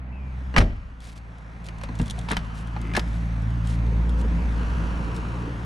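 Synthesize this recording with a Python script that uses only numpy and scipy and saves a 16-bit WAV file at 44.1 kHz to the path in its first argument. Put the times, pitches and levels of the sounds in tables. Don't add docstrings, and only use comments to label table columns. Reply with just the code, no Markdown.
import sys
import numpy as np
from scipy import signal
from scipy.fft import rfft, irfft
from scipy.io import wavfile
from scipy.ndimage import uniform_filter1d

SR = 44100
rng = np.random.default_rng(int(sys.argv[2]) if len(sys.argv) > 2 else 0)


def unload_wav(signal):
    wavfile.write(
        sys.argv[1],
        SR,
        np.round(np.clip(np.atleast_2d(signal).T, -1, 1) * 32767).astype(np.int16),
    )


N = 249165
TIME = np.arange(N) / SR

# (time [s], firing rate [Hz])
FIRING = [(0, 63), (.3, 65.24), (.75, 58.4), (1.9, 55.37), (3.6, 56.08), (4.4, 57.54), (5.65, 58.3)]
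# (time [s], firing tone [dB], overtones [dB])
DRONE_LEVEL = [(0, -32, -44), (.5, -27, -43.5), (1.5, -36.5, -45.5), (2.1, -27.5, -37), (2.6, -31, -37.5),
               (3.1, -23, -32.5), (3.6, -23.5, -29), (4.0, -17, -30.5), (4.8, -22, -32),
               (5.65, -32.5, -34.5)]
OVERTONES_DB = [2, -1.5, -11.5, -19]
# (time [s], nearness [dB])
NEARNESS = [(0, -8), (.5, -5.5), (1.6, -5.5), (2.0, -2), (3.3, -1.5), (4.1, 0), (4.8, 4), (5.65, .5)]
# (frequency [Hz], density [dB per Hz])
RUMBLE = [(12, -4), (30, -5.5), (60, -0.5), (110, 0), (190, -3.5), (270, -8.5), (360, -26), (700, -68)]
WHIRR = [(150, -2), (330, -6.5), (480, -5), (620, -3), (950, -2), (1400, -7), (2000, -12.5), (2700, -15),
         (4000, -28.5), (8000, -57.5)]
HISS = [(1200, -21.5), (2800, 4), (3600, 1.5), (4500, -1.5), (6500, -4), (7400, -9.5), (9800, -10),
        (10800, -21), (12500, -23.5), (14000, -41.5)]
# (frequency [Hz], density [dB per Hz])
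CABIN = [(200, -19.5), (290, 9), (360, 0), (430, 3), (520, 2), (620, -14), (800, -19.5), (950, -0.5),
         (1200, -21.5), (2000, -56)]
# (time [s], relative level [dB], chatter decay [s],
# spectral tilt [dB per octave], note of the struck part [Hz], relative level of the note [dB])
BLOWS = [(.541, -29.5, 0.018, -5.5, 2800, -6), (.563, -13, 0.0046, 0, 1165, -7),
         (.572, -15.5, 0.0034, 0, 1260, 0), (.579, -14, 0.0045, 1, 2200, -5),
         (.583, -17, 0.0054, 3.5, 5050, -13), (.604, -24.5, 0.017, 0, 850, -2),
         (1.686, -35.5, 0.0032, 4.5, 2780, -9), (1.813, -38, 0.0033, 2.5, 780, -4),
         (1.835, -36, 0.0095, 1, 556, 7), (1.889, -33.5, 0.02, -9.5, 1004, -1),
         (1.9965, -26, 0.012, -5, 2760, -11), (2.183, -44.5, .0066, -13, 724, 12.5),
         (2.286, -34.5, 0.016, 2.5, 943, 5), (2.308, -22.5, 0.0084, 0, 890, -3.5),
         (2.321, -27, .016, 0, 437, 2.5), (2.3676, -22, 0.0045, 2.5, 3060, -6),
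         (2.764, -34, 0.011, -4.5, 844, 8), (2.937, -32.5, 0.0045, 2, 2410, -4),
         (2.95, -27, 0.0099, 2, 1700, 5.5), (2.9652, -20, 0.005, 5.5, 1705, 3),
         (2.974, -19.5, 0.0082, -4.5, 740, 0.5), (2.994, -29, 0.0056, 5.5, 4960, -8)]
# (frequency [Hz], density [dB per Hz])
STEEL = [(60, -21), (200, 12.5), (400, -3), (700, -1.5), (1200, 1), (2200, -3.5), (3200, -8), (5500, -16),
         (7000, -25.5), (9500, -27.5), (11500, -38), (14500, -55)]
# (frequency [Hz], relative level [dB], t60 [s])
STEEL_MODES = [(608, -7, 0.19), (890, -21, .15), (938, 3, .1), (1213, -9, 0.24), (1240, -5, 0.09),
               (1638, 0.5, 0.14), (1800, -3, 0.094), (1947, 6.5, 0.058), (2454, -1, 0.059),
               (2426, -2.5, 0.057), (3330, -70, .08), (3680, -8, 0.048), (4150, 6.5, 0.023),
               (5200, -40, .08), (5800, -9, 0.069), (7940, -16, 0.11)]
# (frequency [Hz], t60 [s])
STREET_DECAY = [(100, 0.92), (500, 0.39), (2000, 0.98), (6000, 0.83), (12000, 0.48)]
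# (time [s], boom peak [dB], push length [s], share of full ring time [1],
# panel shudder [dB])
PUSHES = [(.563, -19, 0.0025, .42, -15.5), (.582, -3, 0.011, 0.98, -15.5), (0.605, -9, 0.0024, 0.86, -18.5),
          (2.373, -22, 0.0044, 0.27, -45), (2.975, -22, .002, 0.15, -35.5)]
# (frequency [Hz], relative level [dB], full t60 [s])
BOOM_MODES = [(32.2, -1.5, 0.95), (46.2, 5, 0.43), (72.5, -2.5, 1), (85, -6, 0.2), (98, 1.5, 0.74),
              (129, -14, 0.22), (200, -26, 0.43), (224.5, 4, 0.42), (278, 0.5, 0.089), (308, -15, 0.096),
              (384, -0.5, 0.24), (503, -20, .24), (604, -8, .22)]
# (frequency [Hz], density [dB per Hz])
BODY = [(30, -34), (90, 11.5), (200, 5), (330, 0.5), (420, -6.5), (600, -3), (900, -16), (1500, -49),
        (4000, -60)]
# (time [s], length [s], level [dB])
RUSTLES = [(1.003, 0.14, -43.5), (1.151, .045, -51), (1.642, 0.039, -46.5), (1.938, 0.36, -55),
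           (2.542, 0.089, -50), (3.002, 0.29, -56.5), (3.636, .13, -47.5), (4.179, .04, -51),
           (5.141, 0.047, -46.5)]
# (frequency [Hz], density [dB per Hz])
CLOTH = [(400, 5), (1500, 2.5), (3200, 3.5), (6500, -1.5), (9800, -4.5), (11500, -14), (14000, -26)]
# (time [s], relative level [dB])
TICKS = [(1.004, -39), (1.665, -40), (1.835, -32.5), (2.015, -31.5), (2.080, -35.5), (2.099, -26),
         (2.108, -25.5), (2.189, -31.5), (2.302, -32), (2.316, -22.5), (2.815, -37), (3.673, -35.5),
         (4.094, -39.5), (4.213, -38.5), (5.164, -34.5)]
# (frequency [Hz], density [dB per Hz])
SPRING = [(500, -38), (2400, -13.5), (3400, 8.5), (4600, -3.5), (6500, -2), (9500, -3.5), (11500, -16.5),
          (14500, -27)]
# (time [s], peak level [dB])
KNOCKS = [(1.999, -13), (2.012, -12), (2.025, -27)]
# (frequency [Hz], relative level [dB], t60 [s])
HOLLOW_MODES = [(49, -6, 0.44), (127, 0.5, 0.106), (180, 1.5, 0.08), (228, -8.5, 0.092), (480, -17, 0.057)]
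# (frequency [Hz], relative level [dB], t60 [s])
STRAP_MODES = [(272, -0.5, 0.046), (333, -2.5, 0.06), (1260, -9.5, .04), (2090, -5, 0.027),
               (2270, -9, 0.021), (2550, -14, 0.035)]
# (frequency [Hz], gain of the side signal [dB])
WIDTH = [(60, -4), (250, -18), (500, -2.5), (1000, 3), (2300, 5), (2900, 0.5), (3500, -41)]

RUMBLE_DB, WHIRR_DB, HISS_DB = -33.5, -41.5, -56
RUMBLE_GROWTH, HISS_GROWTH = 0.86, 1.21
RUMBLE_WITH_DRONE, USUAL_DRONE_DB = 0.38, -26.5
NODE_S, NODE_WIDTH_S, NODE_DB = 4.55, .35, -21
SCREEN_DB, SCREEN_END_S = -13, 0.38
ENTER_S, ENTER_TAKES_S = 3.53, 0.33
OUTSIDE_DB, INSIDE_DB = -62, -46
DOORWAY_S, DOORWAY_WIDTH_S, DOORWAY_DB = 4.06, .2, 5
DEEPER_DB_PER_S = 2.5
SQUEAK_S, SQUEAK_HZ, SQUEAK_SINK_HZ_PER_S = .11, 2700, 2200
SQUEAK_DB, SQUEAK_RISE_S, SQUEAK_LENGTH_S = -54, 0.028, 0.25
REBOUND_S, REBOUND_DB = .021, -21
PULL_S, PULL_LENGTH_S, PULL_TICKS_PER_S, PULL_TICK_DB = 1.95, .13, 35, -39
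STRAY_FROM_S, STRAY_LENGTH_S, STRAY_TICKS_PER_S, STRAY_TICK_DB = 1.25, 3.1, 4.6, -47.5
DRAG_S, DRAG_LENGTH_S, DRAG_DB, SLIPS_PER_S = 2.78, 0.21, -38, 180
AGC_THRESHOLD_DB, AGC_ATTACK_S, AGC_RECOVERY_DB_PER_S = -19, 0.21, 12
EDGE_HZ = 14400


def amp(db):
    return 10 ** (np.asarray(db) / 20)


def unit(x):
    return x / np.sqrt(np.mean(x ** 2) + 1e-20)


def along(rows):
    s, *columns = np.transpose(rows)
    return [np.interp(TIME, s, column) for column in columns]


def at_hz(points, hz):
    f, value = np.transpose(points)
    return np.interp(np.log(hz + 1), np.log(f), value)


def add(mix, s, sound):
    part = mix[..., round(s * SR):][..., :sound.shape[-1]]
    part += sound[..., :part.shape[-1]]


def colour(x, points, tilt_db=0, size=4096):
    hz = abs(np.fft.fftfreq(size, 1 / SR))
    octaves = np.log2(np.maximum(hz, 400) / 1000)
    log_gain = np.log(amp(at_hz(points, hz) + tilt_db * octaves))
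    response = np.exp(np.conj(signal.hilbert(log_gain)))
    taps = np.fft.ifft(response).real[:size // 2]
    taps = taps / np.linalg.norm(taps)
    return signal.oaconvolve(x, taps[None], axes=1)[:, :x.shape[1]]


def noise(size, side=1):
    mid, difference = rng.standard_normal((2, size))
    return unit(np.array([mid + side * difference, mid - side * difference]))


def wander(hz, size=N):
    knots = rng.standard_normal(N // 8)
    position = np.arange(size) / SR * 2 * hz
    return unit(np.interp(position, np.arange(len(knots)), knots))


def ring(modes, t, hold=1, scatter=0):
    hz, db, t60 = np.transpose(modes)[:, :, None]
    share = 1 + scatter * rng.standard_normal(hz.shape)
    decay = amp(db - 60 * t / (t60 * hold))
    return (share * decay * np.sin(2 * np.pi * hz * t)).sum(0)


def arch(t, length):
    return abs(np.sin(np.pi * np.clip(t / length, 0, 1)))


def off_flank(x):
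    late = TIME - 0.000549 * np.exp(0.17 * wander(2.5))
    return np.array([channel + 0.24 * np.interp(late, TIME, channel) for channel in x])


def engine():
    turn = 2 * np.pi * np.cumsum(along(FIRING)[0]) / SR + 0.27 * wander(9.2)
    drone_db, overtone_db = along(DRONE_LEVEL)
    near_db = along(NEARNESS)[0]
    rumble_db = RUMBLE_DB + RUMBLE_GROWTH * near_db + RUMBLE_WITH_DRONE * (drone_db - USUAL_DRONE_DB)
    node_db = NODE_DB * np.exp(-((TIME - NODE_S) / NODE_WIDTH_S) ** 2)

    drone = amp(drone_db + 0.23 * wander(25)) * np.cos(turn)
    for k, db in enumerate(OVERTONES_DB, 2):
        level_db = overtone_db + db + (k == 2) * node_db + 1.85 * wander(8)
        drone += amp(level_db) * np.cos(k * turn + 2 * np.pi * rng.random())

    throb_db = 0.8 * np.cos(turn) + 0.3 * np.cos(turn / 2) + 0.13 * wander(30)
    screen_db = SCREEN_DB * np.maximum(1 - TIME / SCREEN_END_S, 0)
    hiss_db = HISS_DB + HISS_GROWTH * near_db + screen_db + 1.5 * throb_db
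    rumble = amp(rumble_db) * colour(noise(N), RUMBLE)
    whirr = amp(WHIRR_DB + near_db + throb_db) * colour(noise(N, side=0.69), WHIRR)
    hiss = amp(hiss_db) * colour(noise(N, side=0.69), HISS)
    return drone + rumble + off_flank(whirr + hiss)


def cabin():
    inside = np.clip((TIME - ENTER_S) / ENTER_TAKES_S, 0, 1)
    db = OUTSIDE_DB + (INSIDE_DB - OUTSIDE_DB) * inside
    db = db + DEEPER_DB_PER_S * (TIME - DOORWAY_S)
    db = db + DOORWAY_DB * np.exp(-((TIME - DOORWAY_S) / DOORWAY_WIDTH_S) ** 2)
    return amp(db + 2.0 * wander(25)) * colour(noise(N, side=0.2), CABIN)


def squeak():
    t = np.clip(TIME - SQUEAK_S, 0, SQUEAK_LENGTH_S)
    unsteady = 1 + .009 * wander(201) + 0.0083 * wander(25)
    hz = (SQUEAK_HZ - SQUEAK_SINK_HZ_PER_S * t) * unsteady
    swell = np.minimum(t / SQUEAK_RISE_S, 1) * np.sqrt(1 - t / SQUEAK_LENGTH_S)
    return swell * amp(SQUEAK_DB + 2.1 * wander(70)) * np.sin(2 * np.pi * np.cumsum(hz) / SR)


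def blow(chatter, tilt_db, note_hz, note_db):
    t = np.arange(SR // 3) / SR
    contact = (1 - np.exp(-t / 0.00048)) * (np.exp(-t / chatter) + amp(-22) * np.exp(-t / 0.018))
    bounces = noise(len(t), side=0.63) * amp(3.8 * wander(900, size=len(t)))
    crack = unit(colour(bounces * contact, STEEL, tilt_db)) * np.sqrt(np.mean(contact ** 2))
    note_envelope = (1 - np.exp(-t / 0.00031)) * np.exp(-t / 0.0062)
    note = amp(note_db) * note_envelope * np.sin(2 * np.pi * note_hz * t)
    steel = np.array([ring(STEEL_MODES, t, scatter=0.61) for _ in range(2)])
    return amp(3.0) * crack + amp(0.5) * note + amp(-19.5) * steel


def latch():
    out = np.zeros((2, N))
    for s, db, *part in BLOWS:
        add(out, s, amp(db) * blow(*part))
        add(out, s + REBOUND_S, amp(db + REBOUND_DB) * blow(*part))
    return out


def street(x):
    sparse = noise(SR) * (rng.random(SR) < .1)
    hz, t, z = signal.stft(sparse, SR, nperseg=256)
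    decay = amp(-60 * t / at_hz(STREET_DECAY, hz)[:, None])
    z = z * decay * (1 - np.exp(-t / 0.031))
    tail = signal.istft(z, SR, nperseg=256)[1]
    return signal.fftconvolve(x, tail / np.linalg.norm(tail[0]), axes=1)[:, :N]


def thumps():
    out = np.zeros((2, N))
    t = np.arange(SR * 3 // 4) / SR
    for s, db, length, hold, shudder_db in PUSHES:
        push = np.sin(np.pi * np.minimum(t / length, 1))
        boom = signal.fftconvolve(ring(BOOM_MODES, t, hold), push)[:len(t)]
        fade = (1 - np.exp(-t / 0.003)) * np.exp(-t / 0.048)
        shudder = unit(colour(noise(len(t), side=0.41) * fade, BODY)) * np.sqrt(np.mean(fade ** 2))
        add(out, s, amp(db) * boom / abs(boom).max() + amp(shudder_db) * shudder)
    return out


def rustles():
    out = np.zeros((2, N))
    for s, length, db in RUSTLES:
        stroke = np.sqrt(arch(TIME[:SR // 2], length))
        clumps_db = 2.5 * wander(299, size=len(stroke)) + 1.8 * wander(35.6, size=len(stroke))
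        grains = unit(noise(len(stroke), side=0.51) * amp(clumps_db))
        add(out, s, amp(db) * stroke * grains)
    return colour(out, CLOTH)


def sprinkle(start, length, per_s, db):
    slots = np.arange(start, start + length, 1 / per_s)
    late, strength = rng.random((len(slots), 2)).T
    return list(zip(slots + late / per_s, db + 9 * (strength - .5)))


def ticks():
    out = np.zeros((2, N))
    t = np.arange(SR // 20) / SR
    crackle = sprinkle(PULL_S, PULL_LENGTH_S, PULL_TICKS_PER_S, PULL_TICK_DB)
    strays = sprinkle(STRAY_FROM_S, STRAY_LENGTH_S, STRAY_TICKS_PER_S, STRAY_TICK_DB)
    decay = np.exp(-t / 0.0029) + amp(-18.0) * np.exp(-t / 0.012)
    for s, db in TICKS + crackle + strays:
        add(out, s, amp(db - 3.0) * noise(len(t), side=0.64) * decay)
    return colour(out, SPRING)


def knocks():
    out = np.zeros((2, N))
    t = np.arange(SR // 3) / SR
    hollow = ring(HOLLOW_MODES, t) * (1 - np.exp(-t / 0.0032))
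    for s, db in KNOCKS:
        add(out, s, amp(db) * hollow / abs(hollow).max())
    return out


def strap():
    t = np.arange(SR // 8) / SR
    slip_rate = np.maximum(SLIPS_PER_S * (1 + .5 * wander(200)), 0)
    slips = np.diff(np.floor(np.cumsum(slip_rate) / SR), prepend=0)
    rub = unit(signal.oaconvolve(slips * rng.standard_normal(N), ring(STRAP_MODES, t))[:N])
    return amp(DRAG_DB) * arch(TIME - DRAG_S, DRAG_LENGTH_S) * rub


def gain_control(x):
    power_db = 10 * np.log10(abs(uniform_filter1d((x ** 2).mean(0), size=2048)) + 1e-12)
    recovery = AGC_RECOVERY_DB_PER_S * TIME
    held_db = np.maximum.accumulate(power_db + recovery) - recovery
    over_db = np.maximum(held_db - AGC_THRESHOLD_DB, 0)
    keep = np.exp(-1 / (AGC_ATTACK_S * SR))
    return x * amp(-signal.lfilter([1 - keep], [1, -keep], over_db))


def scene():
    door = latch() + thumps() + knocks() + ticks() + rustles() + strap()
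    door = door * amp([[.6], [-.6]])
    return door + amp(-23.5) * street(door) + engine() + cabin() + squeak()


def record(dry):
    left, right = gain_control(dry)
    mid, side = (left + right) / 2, (left - right) / 2
    side = irfft(rfft(side) * amp(at_hz(WIDTH, np.fft.rfftfreq(N, 1 / SR))), N)
    low_cut = signal.butter(1, 14, "highpass", fs=SR, output="sos")
    pair = signal.sosfilt(low_cut, [mid + side, mid - side])
    band_limit = signal.firwin(511, EDGE_HZ, window=("kaiser", 9), fs=SR)
    return signal.oaconvolve(pair, band_limit[None], "same", axes=1)


dry = scene()
out = record(dry)
unload_wav(out)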